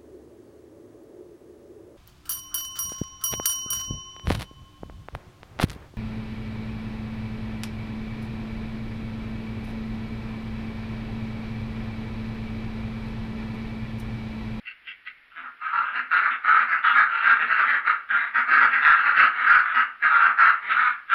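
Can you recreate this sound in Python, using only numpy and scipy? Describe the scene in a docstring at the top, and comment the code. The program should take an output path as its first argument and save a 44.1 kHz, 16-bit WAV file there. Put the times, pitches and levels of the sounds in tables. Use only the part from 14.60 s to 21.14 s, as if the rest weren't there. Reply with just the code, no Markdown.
"""Ducks in a small wooden barn.

A drake gives three soft rasps, then hens quack over one another in a dense, close chorus.
Each call is a train of membrane slaps and air puffs, shaped by throat, chest, bill and nasal passage.
Plank walls throw the calls back; the loudest quacks overload the dull, narrow-band recording."""
import sys
import numpy as np
from scipy import signal
from scipy.io import wavfile
from scipy.ndimage import uniform_filter1d, minimum_filter1d

SR = 44100
rng = np.random.default_rng(int(sys.argv[2]) if len(sys.argv) > 2 else 0)


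def to_wav(sig):
    """Store sig (one row per channel, or 1-D mono) as 16-bit WAV at the path in sys.argv[1].

    Samples outside -1..1 are clipped; the rate is SR.
    """
    pcm = np.clip(np.atleast_2d(sig), -1, 1) * 32767
    pcm = np.round(pcm).astype(np.int16)
    wavfile.write(sys.argv[1], SR, pcm.T)  # frames by channels


N = 288414

# calls: start_s, length_s, effort_db, pitch_hz, throat_hz, bright_db
HEN_QUACKS = [(0.704, 0.069, -37.5, 188.6, 1220, 2), (0.752, 0.098, -20, 167, 1560, 2),
              (0.822, 0.081, -22, 248.0, 1260, -11.5), (1.003, 0.15, -13.5, 255.5, 1300.0, 0.5),
              (1.118, 0.14, -4.5, 194, 1113, -3.5), (1.212, 0.17, -16, 198.0, 1380.0, 0),
              (1.335, 0.092, -7.5, 251.4, 1650, 3.5), (1.508, 0.12, -1, 173.5, 1420.0, -0.7),
              (1.606, 0.11, -5, 220.6, 1520, -0.2), (1.697, 0.072, -11, 251.5, 1500, 2.5),
              (1.833, 0.23, -1, 215.5, 1400, -8.5), (1.982, 0.081, -4.5, 187.9, 1630, -0.5),
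              (2.069, 0.14, -5, 267.5, 1570, 1), (2.226, 0.13, -0.5, 234.2, 1340, -1),
              (2.336, 0.13, 1.9, 272.7, 1510, -4.3), (2.478, 0.23, -10.5, 223.6, 1440, 3.5),
              (2.617, 0.18, 0.0, 220.7, 1544, 0), (2.788, 0.088, -3.5, 157.8, 1710, 1.1),
              (2.856, 0.2, -4.5, 215.6, 1590, 0), (2.971, 0.1, -1.5, 290.6, 1466, -3.5),
              (3.043, 0.17, -3, 284.9, 1720, -6.5), (3.249, 0.1, -2.5, 230.5, 1520, -2.2),
              (3.486, 0.12, -6.5, 162.1, 1547, 0.5), (3.535, 0.18, -8.5, 230.1, 1680, 1),
              (3.737, 0.11, -2.5, 231.1, 1550, -1), (3.869, 0.19, 0, 256.8, 1490.0, 1),
              (3.993, 0.1, 2, 244.6, 1584, -1.4), (4.097, 0.13, -1.5, 270.3, 1710, -1),
              (4.209, 0.19, 3.5, 150.5, 1613, -2.5), (4.359, 0.11, -8, 262.3, 1540, 1.5),
              (4.426, 0.133, -2, 284.2, 1515, -1.8), (4.543, 0.16, 3.5, 178.1, 1570, -0.5),
              (4.727, 0.29, -5.5, 254.5, 1650, -11), (4.86, 0.18, 2.5, 245.1, 1440, 0.4),
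              (5.024, 0.15, -11, 211.0, 1465, 1.2), (5.137, 0.11, -0.8, 252.2, 1470, -1.5),
              (5.416, 0.11, -1, 234.0, 1554, -1.5), (5.488, 0.19, -2.5, 232.2, 1320, -1.5),
              (5.59, 0.15, -1.2, 228, 1394, -4.5), (5.774, 0.084, 3, 218.4, 1435, -3),
              (5.81, 0.14, 0.9, 225.0, 1490, -4.5), (6.009, 0.19, -11.5, 241.4, 1930, -7),
              (6.088, 0.074, -5, 234.9, 1450, 3.5), (6.142, 0.2, -3, 245, 1446, -0.9),
              (6.492, 0.13, -2.5, 197.1, 1400, 1.5)]
DRAKE_RASPS = [(.05, 0.088, -22, 269, 2200, 0), (.254, 0.091, -18.5, 166, 2280, -3.5),
               (.451, 0.069, -19, 269.4, 2180, -1.5)]
# chest, bill and nasal resonances: centre_hz, width_hz, gain_db
SOFT_TRACT = [(765, 563, -4), (2450, 590, -2), (3500, 480, -24)]
FORCED_TRACT = [(745.4, 626, -10.5), (2494, 567, -9), (4006, 960, -20)]
DRAKE_TRACT = [(1330, 370, -24), (2560, 731, -4.5), (4550, 490, -14)]
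# call-to-call spread of those centres: chest_ratio, bill_ratio, nasal_ratio
TRACT_SCATTER = (0.045, 0.027, 0.084)
# barn decay: freq_hz, t60_s
BARN_DECAY = [(250, 0.49), (1400, 0.34), (2800, 0.35), (5500, 0.17)]
# standing waves: centre_hz, width_hz, gain_db
BARN_MODES = [(241.8, 62, 5.5), (891, 140, -7.5), (1397.5, 43, -4), (2696, 99, -7), (3280, 84, -13.5)]
# barn and microphone colour on the calls: freq_hz, gain_db
CALL_COLOUR = [(70, -3), (180, -0.5), (300, -2), (620, -18), (830, -16.5), (1080, -10), (1270, 3.5),
               (1750, -4), (2200, -4.5), (2500, -13.5), (2800, -4), (3200, -1), (3800, -7.5), (4900, -22),
               (5650, -24), (6300, -46.5)]
# background spectrum: freq_hz, density_db
HUSH_SPECTRUM = [(25, -11.5), (60, -13.5), (120, -19.5), (300, -18.5), (550, -20.5), (1050, -16.5),
                 (1400, -6), (2040, -2.5), (2860, -10.5), (4200, -23), (5100, -30), (6200, -35),
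                 (11000, -31.5), (15000, -40)]
# treble response after the overload: freq_hz, gain_db
RECORDING_TREBLE = [(5400, 1), (6200, -15.5), (7000, -8.5), (7900, -22.5), (9000, -8.5), (11000, -4),
                    (13500, -4), (15500, -5)]


def hens(spot_count=11, level_db=-0.53, soft_db=-18.5, soft_glide=0.14, forced_glide=-0.22):
    """Quacks rotate through spots in the barn: chesty and rising if soft, shrill and sinking if forced."""
    spots = np.zeros((spot_count, N))
    for k, row in enumerate(HEN_QUACKS):
        effort_db = row[2]
        soft = np.clip(effort_db / soft_db, 0, 1)
        tract = soft * np.array(SOFT_TRACT) + (1 - soft) * np.array(FORCED_TRACT)
        glide = soft * soft_glide + (1 - soft) * forced_glide
        start_s, quack = call(row, tract, glide, breath=0.49, jitter_cycles=0.028, shimmer_db=4)
        add(spots[k % spot_count], start_s, quack)
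    chorus = sum(spot.std() * unit_rms(barn(spot, early_db=-3.5, tail_db=-7.5)) for spot in spots)
    return gain_of(level_db) * chorus


def drake(level_db=4):
    """Breathy, uneven rasps close by."""
    voice = np.zeros(N)
    for row in DRAKE_RASPS:
        add(voice, *call(row, DRAKE_TRACT, glide=-0.12, breath=0.63, jitter_cycles=0.2, shimmer_db=6))
    return gain_of(level_db) * voice.std() * unit_rms(barn(voice, early_db=-2, tail_db=-14.5))


def call(row, tract, glide, breath, jitter_cycles, shimmer_db, lead_s=0.035, lead_db=-21):
    """The syrinx drives a gliding throat resonance and three steady ones. Returns start_s, sound."""
    start_s, length_s, effort_db, pitch_hz, throat_hz, bright_db = row
    t = np.arange(-lead_s, length_s, 1 / SR)
    progress = np.clip(t / length_s, 0, 1)
    flow = syrinx(progress, pitch_hz, breath, jitter_cycles, shimmer_db)
    throat = resonate(flow, throat_hz * (1 + glide * (progress - 0.5)), width_hz=800)
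    detunes = 1 + TRACT_SCATTER * rng.standard_normal(len(tract))
    chest, bill, nasal = (gain_of(db) * resonate(flow, hz * detune, width_hz)
                          for (hz, width_hz, db), detune in zip(tract, detunes))
    voice = throat - chest + gain_of(bright_db) * (nasal - bill)  # neighbours in opposite phase
    swell = abs(np.sin(np.pi * progress ** 0.71)) ** 1.127  # opens fast, closes slower
    creak = gain_of(lead_db) * np.maximum(1 - abs(t) / lead_s, 0) ** 2  # pressure builds
    envelope = uniform_filter1d(np.maximum(swell, creak), 500)
    return start_s - lead_s, gain_of(effort_db) * envelope * voice


def syrinx(progress, pitch_hz, breath, jitter_cycles, shimmer_db, puff_cycles=0.43, max_cycles=128):
    """Membranes slap shut unevenly; an air puff follows each slap. breath is the puffs' power share."""
    offsets = jitter_cycles * rng.standard_normal(max_cycles)
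    force_db = shimmer_db * (2 * rng.random(max_cycles) - 1)
    air = rng.standard_normal(16384)[:len(progress)]
    arched_hz = pitch_hz * (1 + 0.07 * (np.sin(np.pi * progress) - np.sqrt(0.5)))
    phase = np.cumsum(arched_hz) / SR
    phase += np.interp(phase, np.arange(max_cycles), offsets)
    cycle = np.maximum.accumulate(np.floor(phase)).astype(int)
    strength = gain_of(force_db[cycle % max_cycles])
    slaps = np.diff(cycle, prepend=cycle[0]) * strength
    slaps = signal.sosfilt(signal.butter(2, 450, "high", fs=SR, output="sos"), slaps)  # weak fundamental
    puffs = np.exp(-(phase % 1) / puff_cycles) * strength * air
    return np.sqrt(1 - breath) * unit_rms(slaps) + np.sqrt(breath) * unit_rms(puffs)


def barn(x, early_db, tail_db, direct_db=-3.5, early_s=0.012, build_s=0.0074, echo_count=8):
    """Path from one spot: direct sound, echoes off bodies and planks, dense tail."""
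    t = np.arange(SR // 2) / SR
    early = np.zeros(len(t))
    delays_s = early_s * rng.uniform(0.1975, 1, echo_count) ** 2
    early[(delays_s * SR).astype(int)] = rng.choice([-1, 1], echo_count) / np.sqrt(echo_count)
    hz, frame_s, spectra = signal.stft(rng.standard_normal(len(t)), SR, nperseg=256)
    spectra *= gain_of(-60 * frame_s / value_at(BARN_DECAY, hz)[:, None])
    tail = signal.istft(spectra, SR)[1][:len(t)] * (1 - np.exp(-t / build_s))
    response = gain_of(early_db) * early + gain_of(tail_db) * tail / np.linalg.norm(tail)
    response[0] += gain_of(direct_db)
    return signal.oaconvolve(x, response)[:N]


def standing_waves(calls):
    """Modes between the walls ring with the calls."""
    return sum(gain_of(db) * resonate(calls, hz, width_hz) for hz, width_hz, db in BARN_MODES)


def fizz(calls, gain_db=-61):
    """Faint white noise that follows the call level."""
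    return gain_of(gain_db) * uniform_filter1d(abs(calls), 1500) * rng.standard_normal(N)


def hush(level_db=-58):
    """Steady background noise of the barn."""
    return gain_of(level_db) * unit_rms(coloured(rng.standard_normal(N), HUSH_SPECTRUM))


def overload(x, limit=0.45, window_samples=60, knee=0.34, headroom=0.12, thump_db=-18, thump_hz=70):
    """Peaks are limited and rounded; the excess shifts the resting level, a low thump."""
    allowed_gain = limit / np.maximum(abs(x), limit)
    held = x * uniform_filter1d(minimum_filter1d(allowed_gain, window_samples), window_samples)
    over = np.maximum(abs(held) - knee, 0)
    rounded = held - np.sign(held) * (over - headroom * np.tanh(over / headroom))
    thump = signal.lfilter(*signal.butter(1, thump_hz, fs=SR), abs(x - rounded))
    return rounded + gain_of(thump_db) * thump


def resonate(x, hz, width_hz):
    """Two unity-gain resonators in series; hz may move."""
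    carrier = np.exp(2j * np.pi * np.cumsum(hz * np.ones(len(x))) / SR)
    pole = np.exp(-np.pi * width_hz / SR)
    for _ in range(2):
        x = 2 * (carrier * signal.lfilter([1 - pole], [1, -pole], x / carrier)).real
    return x


def coloured(x, curve, fft_size=4096):
    """Minimum-phase filter from rows of freq_hz, gain_db."""
    hz = abs(np.fft.fftfreq(fft_size, 1 / SR))
    log_gain = np.log(gain_of(value_at(curve, hz)))
    taps = np.fft.ifft(np.exp(np.conj(signal.hilbert(log_gain)))).real
    return signal.oaconvolve(x, taps[:fft_size // 2])[:N]


def value_at(curve, hz):
    """Interpolates on a log-frequency axis."""
    freq_hz, values = np.transpose(curve)
    return np.interp(np.log(hz + 1), np.log(freq_hz + 1), values)


def gain_of(db):
    """Decibels to amplitude."""
    return 10 ** (np.asarray(db) / 20)


def unit_rms(x):
    """Scales to rms 1."""
    return x / np.sqrt(np.mean(x ** 2) + 1e-20)


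def add(mix, start_s, sound):
    """Mixes a sound in at start_s."""
    part = mix[max(round(start_s * SR), 0):][:len(sound)]
    part += sound[:len(part)]


def scene():
    """Ducks, barn and background, mono."""
    ducks = coloured(drake() + hens(), CALL_COLOUR)
    return (ducks + standing_waves(ducks) + fizz(ducks) + hush())[None]


def record(dry, cutoff_hz=15800):
    """Recording: overload, dull treble with a notch near 8 kHz, band limit."""
    dulled = coloured(overload(dry[0]), RECORDING_TREBLE)
    lowpass = signal.firwin(511, cutoff_hz, window=("kaiser", 9), fs=SR)
    return signal.oaconvolve(dulled, lowpass, "same")[None]


dry = scene()
out = record(dry)
to_wav(out)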